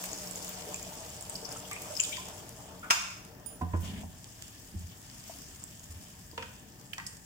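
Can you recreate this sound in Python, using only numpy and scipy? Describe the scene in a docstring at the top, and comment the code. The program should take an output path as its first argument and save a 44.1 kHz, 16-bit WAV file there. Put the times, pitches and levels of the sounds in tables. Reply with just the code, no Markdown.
"""A hard-walled kitchen: water is poured from a jug into a hot pan of vegetables on a gas ring.
The stream gurgles as noise and humming hollows; the broth fizzes in tiny bursts and spits in short rings,
less on the whole as it cools. The jug is set down (dying noise and a few modes), a bangle clinks (sines),
then a plastic spoon knocks and drags on the pan, ringing its modes. Two microphone ports listen close by."""
import sys
import numpy as np
from scipy import signal
from scipy.io import wavfile
from scipy.ndimage import uniform_filter1d

SR = 44100
rng = np.random.default_rng(int(sys.argv[2]) if len(sys.argv) > 2 else 0)


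def nominal_scale(level):
    """Amplitude ratio for a level in decibels (scalar or array-like)."""
    x = np.asarray(level, float) / 20
    return 10 ** x


def transcribe(signal):
    """Save signal, clipped to [-1, 1], as a 16-bit WAV file at the path in sys.argv[1]."""
    frames = np.atleast_2d(signal).T
    limited = np.clip(frames, -1, 1)
    pcm = np.round(limited * 32767).astype(np.int16)
    wavfile.write(sys.argv[1], SR, pcm)


N = 319712


def rms_one(x):
    """Scale to rms 1."""
    return x / np.sqrt(np.mean(x ** 2) + 1e-20)


def at_hz(points, hz):
    """Read a curve over pitch, on a log-frequency axis."""
    points = np.array(points)
    return np.interp(np.log(hz), np.log(points[:, 0]), points[:, 1])


def drift(rate_hz):
    """Slow random wandering of spread 1, made at every 20th sample."""
    r = np.exp(-40 * np.pi * rate_hz / SR)
    slow = signal.lfilter([1], [1, -2 * r, r * r], rng.standard_normal(N // 20 + 3002))[3000:]
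    return np.interp(np.arange(N) / 20, np.arange(len(slow)), rms_one(slow - slow.mean()))


def ring(push, hz, t60_s):
    """A resonance: a unit click sets a sine of height 1 ringing, down 60 dB after t60_s."""
    r, w = nominal_scale(-60 / (t60_s * SR)), 2 * np.pi * hz / SR
    return signal.lfilter([0, np.sin(w)], [1, -2 * r * np.cos(w), r * r], push + 1e-18)


def peaked(s, rise_db_per_s, fall_db_per_s):
    """Gain that climbs to 1 at a moment and falls away, both at steady dB rates."""
    late = np.arange(N) / SR - s
    return nominal_scale(np.where(late < 0, rise_db_per_s * late, -fall_db_per_s * late))


def add(out, s, sound, pan_db):
    """Mix a short sound in at a time and a place (pan_db is left minus right)."""
    at = round(s * SR)
    placed = nominal_scale([[pan_db / 2], [-pan_db / 2]]) * sound
    out[:, at:at + sound.shape[-1]] += placed[:, :N - at]


# borders between the bands that noise is split into: [f/Hz]
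BAND_EDGES = 25 * 2 ** np.arange(0, 9.7, .4)


def bands(x):
    """Centre and content of each band of x; neighbours come from x[0] and x[1] in turn."""
    for k, (low, high) in enumerate(zip(BAND_EDGES, BAND_EDGES[1:])):
        band_pass = signal.butter(2, [low, high], "band", fs=SR, output="sos")
        yield np.sqrt(low * high), signal.sosfilt(band_pass, x[k % 2])


# how alike noise is at the two ports: [f/Hz, likeness 0 to 1]
LIKENESS = [(60, 0.89), (130, 1), (290, 0.72), (640, 0.11), (1400, 0.038), (3000, 0.057), (7000, 0.067),
            (15000, 0.071)]


def wash(white, spectrum, patchy_db):
    """Colours a mid and side pair; each band flickers and has its own left-right likeness; rms 1."""
    out = 0
    for hz, (mid, side) in bands(white):
        if spectrum[0][0] < hz < spectrum[-1][0]:
            alike = np.clip(at_hz(LIKENESS, hz), 0, 1)
            gain = nominal_scale(at_hz(spectrum, hz) + patchy_db * drift(7.7))
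            shared = np.sqrt(1 + alike) * mid
            opposed = np.sqrt(1 - alike) * side * [[1], [-1]]
            out = out + gain * (shared + opposed)
    return rms_one(out)


# colour of the churning water, relative, per Hz: [f/Hz, level/dB]
GURGLE = [(150, -41), (300, 3), (600, -6.5), (950, -2), (1400, -8), (2200, -17), (4000, -8)]
# hollows of the pan that the stream sets humming: [f/Hz, width/Hz, level/dB]
HOLLOWS = [(183.1, 8.4, -2), (288.8, 19, -10), (460, 41, -5.5), (600, 24, -4.5), (649, 23, -6),
           (749, 120, -4), (900, 87, -6.5)]


def gurgle(hum_db):
    """The stream churns air into the broth and sets the hollows of the pan humming; rms 1."""
    churn = nominal_scale(1.46 * drift(6))
    noise = wash(rng.standard_normal((2, 2, N)) * churn, GURGLE, patchy_db=3.0)
    hum = 0
    for hz, width_hz, db in HOLLOWS:
        hollow = ring(churn * rng.standard_normal(N), hz, 3.85 / width_hz)
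        hum = hum + nominal_scale(db) * rms_one(hollow)
    return rms_one(noise + nominal_scale(hum_db) * hum)


# colour of the fizz, relative, per Hz: [f/Hz, level/dB]
FIZZ = [(900, 0), (2000, -7.5), (3500, -1.5), (5200, 5.5), (7000, 9.5), (10000, 0), (13000, -0.5),
        (15000, -10), (17000, -15)]


def fizz(per_s, spread_db, clump_db, smooth, ticks_per_s, tick_db):
    """Very many tiny bursts, in clumps, over a smooth hiss; now and then a sharper tick; rms 1."""
    sizes = nominal_scale(spread_db * np.minimum(rng.exponential(1, N), 6))
    born = rng.random(N) < per_s * nominal_scale(clump_db * drift(45)) / SR
    bursts = signal.lfilter([1], [1, -.9], sizes * born)      # each lasts a fraction of a millisecond
    tick_sizes = nominal_scale(tick_db + 3.5 * np.clip(rng.standard_normal(N), -2, 2))
    ticks = (rng.random(N) < ticks_per_s / SR) * tick_sizes
    ticks = signal.lfilter([1], [1, -.985], ticks + 1e-18)      # a millisecond or two
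    strength = smooth + rms_one(bursts) + ticks
    return wash(rng.standard_normal((2, 2, N)) * strength, FIZZ, patchy_db=1.54)


# colour of the splashing, relative, per Hz: [f/Hz, level/dB]
SPLASH = [(900, -26), (1700, -9), (2500, -5), (3300, -0.5), (4500, -5.5), (8000, -39)]


def splash():
    """Splashing broth: noise in the middle treble that flutters quickly; rms 1."""
    return wash(rng.standard_normal((2, 2, N)) * nominal_scale(1.4 * drift(31)), SPLASH, patchy_db=2.0)


def sparkle():
    """Treble sparkle: many faint random rings at 16 pitches, each leaning left or right; rms 1."""
    per_s, cycles, low_hz, high_hz = 350, 26, 4240, 9500
    sizes = (rng.random(N) < per_s / SR) * nominal_scale(4.0 * np.minimum(rng.exponential(1, N), 3))
    sizes = sizes * nominal_scale(4.5 * rng.standard_normal(N) * [[1], [-1]])      # left or right
    dealt = rng.integers(0, 16, N)
    pitches = enumerate(np.geomspace(low_hz, high_hz, 16))
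    return rms_one(sum(ring(sizes * (dealt == k), hz, cycles / hz) for k, hz in pitches))


# the broth as it cools, churn of stream and boil, spitting on hot metal:
# [t/s, gurgle level/dB, fizz level/dB]
COOLING = [(0, -47.5, -40.5), (0.48, -48, -41), (1.07, -49, -44.5), (1.7, -48.5, -45.5), (1.88, -48.5, -43),
           (2.06, -50.5, -37.5), (2.26, -51, -45), (2.5, -50.5, -51), (2.85, -52, -53), (3.1, -57, -54),
           (3.45, -56, -59), (4.2, -63, -55.5), (6.0, -63.5, -55.5), (6.8, -61.5, -56.5),
           (7.25, -64, -56.5)]
# the spoon turns the food over and fresh broth meets hot metal, rise and fall each for 20 dB:
# [t/s of peak, fizz level/dB, rise/s, fall/s]
STIRS = [(3.86, -50.5, 0.19, 0.34), (4.42, -51, 0.62, 1.6), (5.29, -47, 0.66, 1.13),
         (5.95, -52.5, 0.52, 1.3)]


def cooling():
    """Strength of the churn, of the spitting with its stirs, and the spitting at its mean dB unstirred."""
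    s, churn_db, fizz_db = np.transpose(COOLING)
    t = np.arange(N) / SR
    churn_db, fizz_db = np.interp(t, s, churn_db), np.interp(t, s, fizz_db)
    power = nominal_scale(fizz_db) ** 2
    for s, db, rise_s, fall_s in STIRS:
        power = power + (nominal_scale(db) * peaked(s, 20 / rise_s, 20 / fall_s)) ** 2
    return nominal_scale(churn_db), np.sqrt(power), nominal_scale(fizz_db.mean())


def bubble(hz, cycles, rise):
    """A short ring that swells in a cycle or two and climbs a little as the bubble shrinks."""
    turns = np.arange(int(SR * max(cycles, 3) / hz)) * hz / SR
    shape = (1 - np.exp(-turns / 0.84)) * nominal_scale(-60 * turns / max(cycles, 3))
    return shape / shape.max() * np.sin(2 * np.pi * turns * (1 + rise * turns))


# bursting bubbles and spits: [t/s, level/dB, f/Hz, left minus right/dB]
SPITS = [(0.04, -41, 8100, 7), (0.1318, -23.5, 6640, 9), (0.1774, -30, 6500, 2.5), (0.2733, -30.5, 5300, 8),
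         (0.3116, -29, 7680, -15), (0.3586, -23, 6850, 0.5), (0.4459, -31, 7090, 1.0),
         (0.481, -28.5, 6700, 5), (0.4924, -25, 14600, 3.0), (0.744, -19.5, 7070, 0.0),
         (0.829, -27, 7000, 7), (1.1032, -33, 6900, 8), (1.2105, -29, 8400, -7), (1.225, -28, 7200, 10),
         (1.2976, -21, 7840, 8), (1.355, -29.5, 4660, -15), (1.4491, -32, 5460, 10),
         (1.491, -28.5, 6800, 1.5), (1.518, -32, 4960, 13), (1.593, -32, 7200, 3), (1.732, -23, 7670, 1),
         (1.9245, -32, 7570, -3), (1.953, -30, 5200, 11), (1.9672, -24, 5170, 12), (1.9734, -29, 5120, 24),
         (2.0022, -7.5, 6840, 8), (2.0053, -22, 7060, 18), (2.0098, -15, 7100, 13), (2.039, -13, 8140, 2),
         (2.0505, -20, 7000, 2.5), (2.2857, -37, 6740, -7), (2.3805, -37, 7050, 12), (2.795, -39, 7060, 3),
         (4.2423, -48, 6800, -1), (4.4233, -33, 7100, -5), (4.795, -37, 7370, -0.5),
         (5.6395, -25, 7500, -4), (5.796, -36.5, 6660, -1.5), (5.842, -35, 6910, -2.0),
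         (6.1015, -55, 7100, -12), (6.314, -40.5, 4770, 12), (6.9334, -33.5, 2930, -19.5),
         (7.0668, -32.5, 4970, -17)]
# larger air pockets in the broth: [t/s, level/dB, f/Hz, left minus right/dB, length/cycles]
PLOPS = [(0.67, -42, 432, 1, 50), (0.689, -43, 592, -5, 82), (0.745, -32, 2460, 5.5, 34),
         (0.867, -44, 657, -8, 30), (0.921, -43, 885, 4, 48), (1.429, -45, 460, 9, 30),
         (1.561, -41, 1310, 7, 46), (1.713, -36.5, 1174, 0.5, 67), (1.902, -42, 600, -12, 94),
         (1.936, -44.5, 597, -19, 28), (2.179, -44.5, 1005, -12, 180), (5.297, -40, 667, 9, 25)]


def spits_and_plops():
    """Each spit is a ring plus a wide crack, unlike at the two ports; plops only ring."""
    out, t = np.zeros((2, N)), np.arange(256) / SR
    cracks = signal.lfilter([1, -.95], [1], rng.standard_normal((len(SPITS), 2, 256)))
    cracks = cracks * nominal_scale(-60 * t / 0.013) * 0.31
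    for (s, db, hz, pan_db), crack in zip(SPITS, cracks):
        crack_db = -34.5 + 0.34 * (db + 28)      # grows slower than the ring
        add(out, s - .0006, nominal_scale(db) * bubble(hz, 52, 0.0015), pan_db)
        add(out, s - .0006, nominal_scale(crack_db) * crack, pan_db)
    for s, db, hz, pan_db, cycles in PLOPS:
        add(out, s - .001, nominal_scale(db) * bubble(hz, cycles, 0.00046), pan_db)
    return out


# slaps of water, and last the jug's first light touch, each a narrow breathy note:
# [t/s, level/dB, centre f/Hz, t60/s, left minus right/dB]
SLAPS = [(1.355, -29.5, 4930, 0.032, 6), (1.45, -29, 5300, 0.058, 8), (1.649, -43, 3300, .05, 17),
         (1.713, -35.5, 2160, 0.14, 1), (1.76, -34, 2340, 0.046, 5), (1.996, -21, 2720, 0.037, 9.5),
         (1.999, -29, 5400, 0.016, 14), (2.033, -28, 4470, .04, 14), (2.043, -23, 3500, 0.046, 3),
         (2.06, -32, 7000, 0.13, 3), (2.118, -47, 2400, 0.13, 32), (2.125, -30, 3400, 0.12, 13),
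         (2.172, -38, 6860, .04, 1), (2.827, -37, 1360, 0.2, 3), (2.83, -46, 2300, .15, -2)]
# spatter and spoon clatter, from narrow breathy notes to wide cracks:
# [t/s, level/dB, centre f/Hz, width/octaves, t60/s]
CLATTER = [(0.038, -23.5, 6000, 6.1, 0.024), (.446, -24, 10000, 1.1, .008),
           (1.7127, -25.5, 5030, 2.7, 0.012), (2.168, -28, 3320, 1.9, 0.026),
           (1.8188, -28, 11000, 1.5, 0.015), (2.4912, -30, 8000, 1.2, .012),
           (3.2495, -35.5, 4950, 1.9, 0.013), (3.612, -36.5, 480, 2, 0.09), (3.614, -42, 2000, 2.1, 0.046),
           (3.735, -33.5, 480, 2.2, 0.11), (3.733, -41.5, 2050, 0.65, 0.038),
           (3.798, -42, 11500, 1.8, 0.19), (3.835, -41, 5600, 0.89, 0.2), (4.033, -36, 740, 0.42, 0.042),
           (4.243, -31, 5000, 1.5, 0.0086), (4.423, -26.5, 4930, 1.9, 0.0069),
           (5.295, -45, 800, 0.48, 0.051), (6.377, -27, 2150, 1.8, 0.034), (6.39, -44, 2670, 0.27, 0.21),
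           (6.423, -30, 2470, 1.8, 0.038), (6.933, -38.5, 6000, 1.2, 0.064), (6.934, -24, 2700, 0.8, 0.015),
           (6.9807, -25, 2580, 2.6, 0.015), (6.985, -34.5, 1180, 1.1, 0.045),
           (6.999, -29, 1600, 1.2, 0.013), (7.064, -26.5, 6900, 0.88, 0.051)]


def slaps_and_clatter():
    """Slaps, light touch and clatter: dying noise in one resonance each, half alike at the two ports."""
    out, t = np.zeros((2, N)), np.arange(4000) / SR
    slap_octaves, clatter_pan_db = 0.29, 3
    rows = [(s, db, hz, slap_octaves, t60, pan_db) for s, db, hz, t60, pan_db in SLAPS]
    rows += [(*row, clatter_pan_db) for row in CLATTER]
    noises = rng.standard_normal((len(rows), 3, 4000))
    for (s, db, hz, octaves, t60, pan_db), noise in zip(rows, noises):
        edges = np.clip(hz * 2 ** (np.array([-.5, .5]) * max(octaves, .1)), 100, 19000)
        band_pass = signal.butter(2, edges, "band", fs=SR, output="sos")
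        band = rms_one(signal.sosfilt(band_pass, noise[0] + noise[1:]))
        onset = 1 - np.exp(-t / (0.046 * t60))      # short ones start sharply
        add(out, s, band * nominal_scale(db - 60 * t / t60) * onset, pan_db)
    return out


# tick, main hit and bounce as the jug meets the counter: [t/s, level/dB, t60/s]
JUG_DOWN = [(2.9015, -24, 0.076), (2.9062, -9.5, 0.045), (2.935, -42, .05)]
# colour of the jug noise, relative, per Hz: [f/Hz, level/dB]
JUG = [(88, -36), (150, -24), (466, -57), (649, -3.5), (2220, 1), (2400, 3), (4160, -3.5), (5250, 1.5),
       (11000, -12.5), (14800, -28), (16000, -15)]
# clear modes of the jug, relative: [f/Hz, level/dB, t60/s]
JUG_MODES = [(700, -7, 0.082), (1376, 8.5, 0.14), (1600, -21, .07), (2200, -23, .08), (2440, -31, 0.26),
             (2740, -5, 0.064), (5300, 10, 0.075)]


def jug():
    """A hollow plastic jug: a few clear modes among many short ones, heard as dying noise."""
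    out, t = np.zeros((2, N)), np.arange(4000) / SR
    white = rng.standard_normal((2, 2, 12000))
    noise = rms_one(sum(nominal_scale(at_hz(JUG, hz)) * band for hz, band in bands(white)))
    left_lag_s = 0.00029      # the counter is off to the right
    click = np.arange(SR // 2) == [[round(left_lag_s * SR)], [0]]
    modes = sum(nominal_scale(db) * ring(click, hz, t60) for hz, db, t60 in JUG_MODES)
    for k, (s, db, t60) in enumerate(JUG_DOWN):
        shape = nominal_scale(db - 60 * t / t60) * (1 - np.exp(-t / 0.00063))
        add(out, s, noise[:, 4000 * k:4000 * (k + 1)] * shape, 1.5)
        add(out, s, nominal_scale(db - 17.5) * modes, 1.5)
    return out


# ringing of the bangle, relative: [f/Hz, level/dB, t60/s]
BANGLE = [(4990, -19, .15), (6831, -18, .25), (7100, -18, .25), (9152, -20, .2), (9469, 0, .13),
          (9803, -4, .17), (10040, -9, .14), (15020, -4, .06)]


def bangle():
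    """One light touch of thin metal rings: a click sets a few high sines ringing."""
    out, click = np.zeros((2, N)), np.zeros(SR // 2)
    click[0] = nominal_scale(-39.5)
    clink = sum(nominal_scale(db) * ring(click, hz, t60) for hz, db, t60 in BANGLE)
    add(out, 3.4615, clink[None], -17.5)      # far to the right
    return out


def knock_push(centre_hz, place):
    """Force of a knock: a smooth touch, then the pan rattling on its ring as random smaller touches."""
    push = np.zeros(SR // 2)
    # 0.78 ms at the bottom at 800 Hz; a brighter blow or one on the rim is briefer
    contact_s = 0.00078 * (800 / centre_hz) ** 2.47 * max(1 - 0.46 * place, .1)
    touch = np.hanning(int(contact_s * SR) + 3)      # a longer contact leaves the high modes out
    chatter_per_s, chatter_db, chatter_t60_s = 900, -14, 0.064
    fade = nominal_scale(chatter_db - 60 * np.arange(4000) / SR / chatter_t60_s)
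    hits = (rng.random(4000) < chatter_per_s / SR) * rng.standard_normal(4000) * fade
    hits[0] = 1
    hits = hits / np.sqrt(np.sum(hits ** 2))
    push[:3999 + len(touch)] = np.convolve(hits, touch / touch.sum())
    return push


# spoon on the pan: [t/s, ring level/dB, thud level/dB, centre f/Hz, place: 0 bottom to 1 rim]
KNOCKS = [(3.61, -28.5, -36.5, 840, 0.16), (3.614, -24.5, -40, 794, 0.15), (3.622, -30.5, -27.5, 514, 0.62),
          (3.734, -25, -25, 730, 0.34), (3.743, -32, -38.5, 514, 0.035), (4.035, -48, -38, 700, 0.29),
          (4.74, -41.5, -36, 408, 0), (6.329, -36.5, -51, 600, 0.43), (6.377, -27.5, -49, 655, 0.71),
          (6.395, -56, -47, 900, 0.27), (6.427, -48.5, -58, 990, 0.91), (6.981, -38.5, -69, 1220, 0.53)]
# modes of the pan on its ring: [f/Hz, level/dB struck at bottom, level/dB struck at rim, t60/s]
PAN = [(86.2, 2, -5.5, 0.43), (174.4, -9.5, -12, 0.98), (200, 2, -24, 0.16), (248, -8, 1.5, 0.046),
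       (331, 10, -27, 0.073), (462, -30, -2, 0.22), (519, -39, -3.5, 0.17), (600, -19, -16, 0.059),
       (726, 5.5, -5.5, 0.079), (726, 4.5, -4.5, 0.065), (924, -15, 4.5, 0.066), (1025, -6.5, -4.5, 0.1),
       (1164, -19, -16, 0.078), (1327, -30, 11.5, 0.043), (1477, -37, 6.5, 0.26), (1573, -35, 5.5, 0.15),
       (1930, -6, 11, 0.065), (2840, -12, -6, .08)]


def knocks():
    """Each knock thuds the low modes of the pan and rings those near its centre."""
    out = np.zeros((2, N))
    for s, ring_db, thud_db, centre_hz, place in KNOCKS:
        place = np.clip(place, 0, 1)
        push = knock_push(centre_hz, place)
        for k, (hz, bottom_db, rim_db, t60) in enumerate(PAN):
            level_db = thud_db if hz < 300 else ring_db - 8.0 * np.log2(hz / centre_hz) ** 2
            level_db += bottom_db + place * (rim_db - bottom_db)
            mode = (-1) ** k * nominal_scale(level_db) * ring(push, hz, t60)
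            add(out, s, mode[None], -2.2 - 4.5 * min(hz / 600, 1))      # high modes lean further right
    return out


def drag_grip():
    """Grip of one long drag (attack, hold, release) and how far it has got, both 0 to 1."""
    start_s, attack_s, hold_s, release_s = 3.78, 0.057, 0.17, 0.05
    t = np.arange(N) / SR - start_s
    done = attack_s + hold_s
    grip = np.clip(np.minimum(t / attack_s, 1 - (t - done) / release_s), 0, 1) ** 2
    return grip, np.clip(t / done, 0, 1)


def scrape(grip, along):
    """Dragging shakes the four lowest pan modes with noise; the pressing spoon cuts their ring short."""
    shaken = 0
    for hz, db, _, t60 in PAN[:4]:
        mode = ring(rng.standard_normal(N), hz, min(t60, .09))
        shaken = shaken + nominal_scale(db) * rms_one(mode)
    return grip * nominal_scale(-46.5 + 1 * along) * shaken      # swells by 1 dB on the way


# a push of the spoon sets the pan shuddering on its ring: [t/s of peak, f/Hz, level/dB]
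SHUDDERS = [(4.765, 85.3, -29.5), (4.843, 85.9, -40), (5.906, 80.5, -40), (5.96, 87.5, -41.5),
            (6.0, 88.4, -54)]


def shudders():
    """The lowest mode of the pan, driven for a moment: a low sine that swells and fades fast."""
    t = np.arange(N) / SR
    out = 0
    for s, hz, db in SHUDDERS:
        swell = peaked(s, rise_db_per_s=700, fall_db_per_s=300)
        out = out + np.sqrt(2) * nominal_scale(db) * swell * np.sin(2 * np.pi * hz * t)
    return out * nominal_scale([[-0.25], [0.25]])


# colour of the low rumble, relative, per Hz: [f/Hz, level/dB]
RUMBLE = [(18, -24), (32, 5), (55, 1.5), (85, 4.5), (130, 3), (185, -0.5), (330, -6.5), (420, -30),
          (900, -16)]


def rumble():
    """A steady low rumble: noise whose bands flicker a little; rms 1."""
    return wash(rng.standard_normal((2, 2, N)), RUMBLE, patchy_db=1.5)


# colour of the steady hiss of the gas ring, relative, per Hz: [f/Hz, level/dB]
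GAS = [(300, -35), (630, 10), (1350, -13), (1750, 10), (2200, -18), (3100, -6), (5000, 6), (7000, 0.5),
       (11000, 2.5), (15000, 4), (17000, 7)]
# breathy whistle of the gas, one row, level against the hiss: [f/Hz, width/Hz, level/dB]
GAS_WHISTLE = (1768, 190, -8.5)


def gas():
    """A smooth jet hiss with one faint whistle: noise through the same resonance twice."""
    hz, width_hz, db = GAS_WHISTLE
    t60_s = 1.4 / width_hz
    whistle = rms_one(ring(ring(rng.standard_normal((2, N)), hz, t60_s), hz, t60_s))
    hiss = wash(rng.standard_normal((2, 2, N)), GAS, patchy_db=0.5)
    return nominal_scale(-60) * (hiss + nominal_scale(db) * whistle)


# how long the echo rings in the kitchen: [f/Hz, t60/s]
KITCHEN = [(100, 0.17), (400, 0.37), (1000, 0.59), (2400, 0.6), (4000, 0.56), (6000, 0.61), (12000, 0.45)]


def kitchen(x):
    """Dying noise per band and port as the answer of the walls."""
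    t = np.arange(int(.9 * SR)) / SR
    white = rng.standard_normal((2, 2, len(t)))
    answer = sum(band * nominal_scale(-60 * t / at_hz(KITCHEN, hz)) for hz, band in bands(white))
    answer = answer * np.clip((t - .002) / 0.0009, 0, 1)      # echoes build up over the first metres
    answer = answer / np.sqrt(np.sum(answer ** 2) / 2)
    return signal.fftconvolve([x.mean(axis=0)], answer, axes=1)[:, :N]


def scene():
    """Steady layers in the pan, single events, and their echo in the kitchen."""
    churn, spitting, mean = cooling()
    grip, along = drag_grip()
    # splashing follows 0.83 of the swing of the fizz; the drag sweeps broth aside with a swish
    swish = grip * nominal_scale(-47) * peaked(3.87, rise_db_per_s=250, fall_db_per_s=37)
    splashing = nominal_scale(-9) * mean * (spitting / mean) ** 0.83 + swish

    broth = nominal_scale(-53.5) * rumble()
    broth += (churn + grip * nominal_scale(-57.5)) * gurgle(hum_db=-1.5)      # the drag sloshes too
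    broth += spitting * fizz(900, spread_db=4.5, clump_db=11.0, smooth=3.2, ticks_per_s=45, tick_db=9.5)
    broth += splashing * splash()
    broth += spitting * nominal_scale(-9.5) * sparkle()
    broth += gas()

    pops, clatter, jug_down, clink = spits_and_plops(), slaps_and_clatter(), jug(), bangle()
    spoon = knocks() + scrape(grip, along) + shudders()
    to_walls = nominal_scale(-7.0) * pops + nominal_scale(-4.5) * clatter + nominal_scale(-4.5) * spoon
    to_walls += nominal_scale(2.5) * jug_down + nominal_scale(-3.5) * clink
    events = pops + clatter + spoon + jug_down + clink
    return broth * nominal_scale([[1.2], [-1.2]]) + events + kitchen(to_walls)


def duck(x):
    """Gain control: loud moments pull the gain down, and it creeps back."""
    above_db, share, release_db_per_s, attack_s = -27, 0.29, 20, 0.022
    level_db = 10 * np.log10(uniform_filter1d(np.mean(x ** 2, axis=0), size=441) + 1e-12)
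    creep = release_db_per_s * np.arange(N) / SR
    wanted = share * np.maximum(level_db - above_db, 0)
    held = np.maximum.accumulate(wanted + creep) - creep
    r = np.exp(-1 / (attack_s * SR))
    return x * nominal_scale(-signal.lfilter([1 - r], [1, -r], held))


# dips and peaks of each microphone port, from its resonances: [f/Hz, width/Hz, level/dB]
LEFT_PORT = [(3960, 1460, -7.5), (6000, 500, -1.5), (8820, 2050, -5), (11700, 13000, -4.5),
             (15100, 1200, 9)]
RIGHT_PORT = [(4100, 810, -7.5), (6060, 980, -7.5), (9700, 1800, 2.5), (11500, 4100, -5.5),
              (15500, 1400, -7)]


def ports(x):
    """Each port has its own dips and peaks, one filter for each row."""
    for k, port in enumerate((LEFT_PORT, RIGHT_PORT)):
        for hz, width_hz, db in port:
            w, g = 2 * np.pi * hz / SR, nominal_scale(db / 2)
            q = np.sin(w) * width_hz / hz / 2
            top = [1 + q * g, -2 * np.cos(w), 1 - q * g]
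            bottom = [1 + q / g, -2 * np.cos(w), 1 - q / g]
            x[k] = signal.lfilter(top, bottom, x[k])
    return x


def band_limit(x):
    """A steep low-pass at the top of the band."""
    return signal.sosfilt(signal.butter(12, 16620, fs=SR, output="sos"), x)


def record(dry):
    """Gain ducks under loud sound, the ports colour it, and both ends of the range are cut."""
    low_cut = signal.butter(2, 42, "high", fs=SR, output="sos")
    out = ports(signal.sosfilt(low_cut, duck(dry)))
    out[0] = np.roll(out[0], 7)      # samples: the pan is nearer to the right port
    top_cut = signal.cheby2(18, 70, 16550, fs=SR, output="sos")
    mix = signal.sosfilt(top_cut, out)
    return band_limit(mix)


dry = scene()
out = record(dry)
transcribe(out)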